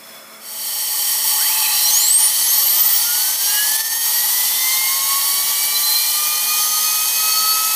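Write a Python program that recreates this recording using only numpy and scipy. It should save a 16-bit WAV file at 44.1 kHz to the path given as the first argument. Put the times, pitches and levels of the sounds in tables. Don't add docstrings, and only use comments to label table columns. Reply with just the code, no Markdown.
import sys
import numpy as np
from scipy import signal
from scipy.fft import rfft, irfft
from scipy.io import wavfile
from scipy.ndimage import uniform_filter1d

SR = 44100
rng = np.random.default_rng(int(sys.argv[2]) if len(sys.argv) > 2 else 0)


def file_out(sig):
    cols = np.atleast_2d(sig).T
    lim = np.clip(cols, -1, 1)
    pcm = np.round(lim * 32767).astype(np.int16)
    wavfile.write(sys.argv[1], SR, pcm)


N = 341775
TIME_S = np.arange(N) / SR
BINS_HZ = np.fft.rfftfreq(N, 1 / SR)
TICKS_S = np.linspace(0, N / SR, 4096)


def gain_of(db):
    return np.exp(np.asarray(db) * (np.log(10) / 20))


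def evened(x):
    return x / np.sqrt(np.mean(x ** 2) + 1e-20)


def sampled(control):
    return np.interp(TIME_S, TICKS_S, control)


def wander(rate_hz):
    hz = np.fft.rfftfreq(len(TICKS_S), TICKS_S[1])
    smooth = rfft(rng.standard_normal(len(TICKS_S))) / (1 + (hz / rate_hz) ** 2)
    return evened(irfft(smooth))


def swell(middle_s, length_s):
    return 1 / np.sqrt(1 + (2 * (TICKS_S - middle_s) / length_s) ** 4)


def spectrum_db(points):
    hz, db = np.transpose(points)
    return np.interp(np.log(BINS_HZ + 1), np.log(hz + 1), db)


def noise(db):
    white = rfft(rng.standard_normal(N))
    return evened(irfft(white * gain_of(db), N))


def lift_db(resonances):
    power = 1
    for hz, width_hz, height_db in np.abs(resonances):
        offset = 2 * (BINS_HZ - hz) / width_hz
        power = power + (gain_of(height_db) ** 2 - 1) / (1 + offset ** 2) ** 2
    return 10 * np.log10(power)


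# centre in Hz, width in Hz, full height in dB.
HOUSING_MODES = [(854, 91, 17), (1150, 96, 11), (1840, 250, 13.5), (2530, 26, 2.5), (3090, 179, 13),
                 (4193, 37, 13.5), (4488, 215, 12.5), (5634, 190, 11), (6460, 60, 4.5), (6520, 100, 8.5),
                 (8056, 290, 9), (8490, 250, 5.5), (9190, 95, 8.5), (11480, 440, 5.5), (12130, 130, 10),
                 (14560, 200, 10)]


def housing_lift_db():
    return lift_db(HOUSING_MODES)


MOTOR_ON_S, EASE_S, CLIMB_HZ_PER_S, TOP_HZ, SETTLE_S = 1.252, 2.361, 423.7, 1393.4, 2.429


def shaft_hz():
    climb_hz = CLIMB_HZ_PER_S * (np.clip(TICKS_S, MOTOR_ON_S, EASE_S) - MOTOR_ON_S)
    shortfall = np.exp(-np.maximum(TICKS_S - EASE_S, 0) / SETTLE_S)
    return TOP_HZ - (TOP_HZ - climb_hz) * shortfall


def growth_db(db_per_doubling):
    return db_per_doubling * np.log2(shaft_hz() / TOP_HZ + 1e-6)


def passing_db(multiple, response_db):
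    return np.interp(multiple * shaft_hz(), BINS_HZ, response_db)


def fading_db(depth_db, rate_hz):
    return 20 * np.log10(evened(gain_of(depth_db * wander(rate_hz))))


def tone(multiple, db, flutter_db, smear_rad, rate_hz, lowest_hz=100):
    hz = multiple * shaft_hz()
    turns = (np.cumsum(hz) - hz / 2) * TICKS_S[1]
    angle = 2 * np.pi * turns + smear_rad * wander(rate_hz)
    radiated = (hz ** 2 / (hz ** 2 + lowest_hz ** 2)) ** 2
    in_band = np.clip((SR / 2 - hz) / 1000, 0, 1)
    flutter = evened(gain_of(flutter_db * wander(rate_hz)))
    size = np.sqrt(2) * gain_of(db) * flutter * radiated * in_band
    return sampled(size) * np.sin(sampled(angle))


# frequency in Hz, relative level in dB per Hz.
SHOP_SPECTRUM = [(30, -42), (75, -33), (110, -17), (170, -11.5), (240, -5.5), (350, -7.5), (550, -14),
                 (850, -6.5), (1150, -2.5), (1600, -6.5), (2300, -4), (2900, -12), (9000, -10), (15000, -9)]
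# centre in Hz, width in Hz, height in dB.
SHOP_RINGING = [(634, 133, 12.5), (2200, 150, 5), (3420, 110, 15.5), (4170, 110, 8), (5290, 180, 14),
                (10300, 350, 4), (14400, 150, 9)]
# frequency in Hz, mean rms level in dB.
DRIVE_HUM = [(121, -75.5), (219.5, -60), (438.7, -59), (543, -58), (561, -62.5), (658, -60)]


def workshop(noise_db=-39.5):
    noise_size = gain_of(noise_db + 1.7 * wander(2.5))
    out = sampled(noise_size) * noise(spectrum_db(SHOP_SPECTRUM) + lift_db(SHOP_RINGING))
    for hz, db in DRIVE_HUM:
        angle = 2 * np.pi * hz * TICKS_S + hz / 1100 * wander(7.5)
        size = np.sqrt(2) * gain_of(db + 2.32 * wander(3.3))
        out += sampled(size) * np.sin(sampled(angle))
    return out


# start in seconds, peak rms level in dB, centre in Hz, rise and fall time in seconds.
DULL_RING = (0, -50, 1300, 0.3)


def dull_ring():
    start_s, peak_db, hz, rise_s = DULL_RING
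    ring = noise(-20 * np.log10(1 + ((BINS_HZ - hz) / 250) ** 2))
    age = np.maximum(TICKS_S - start_s, 0) / rise_s
    return gain_of(peak_db) * ring * sampled(age * np.exp(1 - age))


def ripple_db(depth_db, spacing_hz):
    steps_hz = np.cumsum(np.full(1024, spacing_hz))
    return depth_db * np.interp(BINS_HZ, steps_hz, rng.standard_normal(len(steps_hz)))


# frequency in Hz, relative level in dB per Hz.
JET_SPECTRUM = [(150, -43), (400, -25.5), (700, -19), (1100, -12.5), (1500, -21.5), (2100, -11.5),
                (2800, -7), (4300, -6), (5000, -3), (7200, -4.5), (8200, -0.5), (10200, -1), (11500, 0),
                (15500, 0.5)]
# frequency in Hz, relative level in dB per Hz.
RUSH_SPECTRUM = [(150, -36), (550, -25), (820, -7), (1100, -9), (1520, -13), (1950, -7), (2650, -10.5),
                 (3300, -2.5), (4300, -1.5), (6400, 0.5), (7300, -1.5), (8300, 0.5), (11500, 2), (15500, 2)]
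VALVE_S, PRESSURE_RISE_S, HISS_DB, SAG_AT_TOP_DB = 0.39, 0.49, -15, -2


def air(rush_share=0.67, rush_resonant=0.52, flicker_db=0.5, surge_db=1.6, surge_s=1.65, surge_length_s=0.68):
    lift, ripple = housing_lift_db(), ripple_db(depth_db=2.52, spacing_hz=44.65)
    jet = noise(spectrum_db(JET_SPECTRUM) + lift + ripple)
    rush = noise(spectrum_db(RUSH_SPECTRUM) + rush_resonant * lift + ripple)
    share = np.clip(rush_share * shaft_hz() / 1000, .01, .99)
    pressure = 1 - np.exp(-np.maximum(TICKS_S - VALVE_S, 0) / PRESSURE_RISE_S)
    sag_db = SAG_AT_TOP_DB * shaft_hz() / TOP_HZ
    surge = surge_db * swell(surge_s, surge_length_s)
    size = pressure * gain_of(HISS_DB + sag_db + surge + flicker_db * wander(7.7))
    return sampled(size * np.sqrt(1 - share)) * jet + sampled(size * np.sqrt(share)) * rush


def rattle(peak_db=-34, middle_s=1.61, length_s=0.42, centre_hz=1050, width_hz=800, resonant=1.16):
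    band_db = -20 * np.log10(1 + ((BINS_HZ - centre_hz) / width_hz) ** 2)
    low_cut_db = -10 * np.log10(1 + (600 / (BINS_HZ + 1)) ** 6)
    size = gain_of(peak_db) * swell(middle_s, length_s)
    return sampled(size) * noise(band_db + low_cut_db + resonant * housing_lift_db())


# middle in seconds, pitch in Hz, level in dB, length in seconds.
EARLY_RINGS = [(1.54, 2600, -35, 0.092), (1.654, 2570, -29.5, 0.11), (1.723, 4060, -27.5, 0.21),
               (1.762, 2690, -33, 0.08), (1.87, 4130, -21.5, 0.055), (2.052, 4170, -22, 0.058)]


def housing_swells(width_hz=45):
    out = np.zeros(N)
    for middle_s, hz, peak_db, length_s in EARLY_RINGS:
        roughness = evened(gain_of(3.4 * wander(width_hz)))
        size = np.sqrt(2) * gain_of(peak_db) * swell(middle_s, length_s) * roughness
        angle = 2 * np.pi * hz * TICKS_S + 2 * wander(width_hz)
        out += sampled(size) * np.sin(sampled(angle))
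    return out


# frequency in Hz, response in dB.
BODY_RADIATION = [(1500, -40), (2500, -11), (3600, -0.5), (4300, 0), (6400, 6), (7400, -21), (9000, -13),
                  (11000, 4), (12300, 3.5), (15000, -7)]
# centre in Hz, width in Hz, full height in dB.
NOSE_MODES = [(2904.8, 100, 13), (4112, 85, 11), (4263, 110, 6.5), (4442, 54, 9), (6260, 180, 9.5),
              (6434, 160, 6.5), (11160, 246, 5), (11860, 380, 10), (14850, 250, 6)]


def body_db(resonant, sharp):
    return spectrum_db(BODY_RADIATION) + resonant * housing_lift_db() + sharp * lift_db(NOSE_MODES)


# multiple of the shaft speed, relative level in dB.
WEAK_TONES = [(2.52, -34), (2.76, -38.5), (3, -41), (4, -38), (5, -45.5), (5.48, -52.5), (5.88, -45.5),
              (6, -37), (6.58, -50.5), (7, -36), (7.98, -33.5), (9, -33.5), (9.16, -59), (9.72, -44),
              (10, -34.5), (11, -52), (11.27, -37), (12.08, -33), (12.47, -43), (12.8, -31), (13.02, -38.5),
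              (13.66, -45.5), (14, -43), (15.19, -39.5), (15.9, -33), (16.95, -34), (21, -33)]


def overtones(trim_db=-2, full_speed_hz=950, growth_db_per_decade=17):
    body, out = body_db(resonant=0.39, sharp=0.53), np.zeros(N)
    growth = growth_db_per_decade * np.log10(np.clip(shaft_hz() / full_speed_hz, .001, 1))
    for multiple, db in WEAK_TONES:
        fading = fading_db(depth_db=2.5, rate_hz=9)
        size_db = db + trim_db + growth + passing_db(multiple, body) + fading
        out += tone(multiple, size_db, flutter_db=1.8, smear_rad=.33, rate_hz=26, lowest_hz=600)
    return out


OUTER_ORDER, INNER_ORDER, CAGE_ORDER = 3.48, 5.045, .36
OUTER_DB, INNER_DB, CAGE_DB = -35, -41, -47
RACE_GROWTH_DB_PER_DOUBLING, CAGE_GROWTH_DB_PER_DOUBLING = 3.5, 45


def bearings():
    body, growth = body_db(resonant=0.24, sharp=1.23), growth_db(RACE_GROWTH_DB_PER_DOUBLING)
    outer_db = OUTER_DB + growth + passing_db(OUTER_ORDER, body) + fading_db(depth_db=2.5, rate_hz=5.6)
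    outer = tone(OUTER_ORDER, outer_db, flutter_db=3.5, smear_rad=0.24, rate_hz=21)
    inner_db = INNER_DB + growth + passing_db(INNER_ORDER, body)
    inner = tone(INNER_ORDER, inner_db, flutter_db=1.5, smear_rad=0.2, rate_hz=17)
    cage_db = CAGE_DB + growth_db(CAGE_GROWTH_DB_PER_DOUBLING)
    cage = tone(CAGE_ORDER, cage_db, flutter_db=4.5, smear_rad=0.53, rate_hz=14.0)
    return outer + inner + cage


def level_db(rows, fade_db_per_s=150):
    outside_s = np.maximum(rows[0][0] - TICKS_S, 0) + np.maximum(TICKS_S - rows[-1][0], 0)
    return np.interp(TICKS_S, *np.transpose(rows)) - fade_db_per_s * outside_s


# time in seconds, level in dB before radiation loss.
ONCE_A_TURN_LEVEL = [(2.3, -61), (2.64, -51), (3.56, -53), (3.6, -42), (4.58, -47), (4.62, -39),
                     (5.12, -28.5), (5.44, -38), (5.98, -39.5), (6.02, -50), (6.2, -28), (6.44, -38),
                     (6.48, -30), (7.06, -31.5), (7.14, -53), (7.2, -34), (7.48, -23), (7.74, -30.5)]
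# time in seconds, level in dB before radiation loss.
TWICE_A_TURN_LEVEL = [(2.3, -48), (2.44, -58), (2.74, -37), (2.96, -47), (3.14, -38.5), (3.46, -44),
                      (3.58, -28), (4.2, -35.5), (4.42, -30), (4.54, -41), (4.8, -25), (5.2, -35),
                      (5.74, -35), (6.58, -28.5), (6.66, -43.5), (6.98, -29), (7.28, -36.5), (7.74, -29.5)]


def shaft_whine():
    once_db, twice_db = level_db(ONCE_A_TURN_LEVEL), level_db(TWICE_A_TURN_LEVEL)
    once = tone(1, once_db, flutter_db=2.0, smear_rad=.05, rate_hz=14, lowest_hz=208)
    twice = tone(2, twice_db, flutter_db=4.0, smear_rad=.07, rate_hz=6.1, lowest_hz=350)
    return once + twice


# pitch in Hz, level in dB.
SLOT_WHINE_LEVEL = [(500, -58), (900, -44), (2000, -37), (3200, -44), (4700, -37), (6000, -22.5),
                    (8500, -18), (10000, -25.5), (13000, -18), (16000, -27.5), (21000, -20)]
# centre in Hz, width in Hz, height in dB.
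STATOR_MODES = [(6700, 174, 8), (8450, 630, 7), (9280, 430, 12), (13820, 220, 13.5), (14176, 220, 10),
                (14800, 140, 10), (17180, 400, 17), (18990, 330, 12), (19640, 660, 14.5),
                (20270, 510, 12.5)]
SLOT_ORDER = 21.98


def slot_whine(resonant=0.64):
    response = spectrum_db(SLOT_WHINE_LEVEL) + resonant * housing_lift_db() + lift_db(STATOR_MODES)
    size_db = passing_db(SLOT_ORDER, response)
    return tone(SLOT_ORDER, size_db, flutter_db=2.8, smear_rad=.55, rate_hz=70, lowest_hz=120)


def scene():
    spindle = shaft_whine() + bearings() + slot_whine() + overtones()
    early = rattle() + housing_swells()
    mono = spindle + early + air() + dull_ring() + workshop()
    return np.array([mono, mono])


LIMIT_DB, LIMIT_WINDOW_S, RECOVER_DB_PER_S, EDGE_HZ = -10, 0.0013, 127, 15280


def record(dry):
    power = uniform_filter1d((dry ** 2).mean(0), round(LIMIT_WINDOW_S * SR))
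    over_db = np.maximum(10 * np.log10(abs(power) + 1e-12) - LIMIT_DB, 0)
    recovery_db = RECOVER_DB_PER_S * TIME_S
    duck_db = np.maximum.accumulate(over_db + recovery_db) - recovery_db
    limited = dry / gain_of(duck_db)
    low_pass = signal.firwin(601, EDGE_HZ, window=("kaiser", 9), fs=SR)
    return signal.oaconvolve(limited, low_pass[None], "same")


dry = scene()
out = record(dry)
file_out(out)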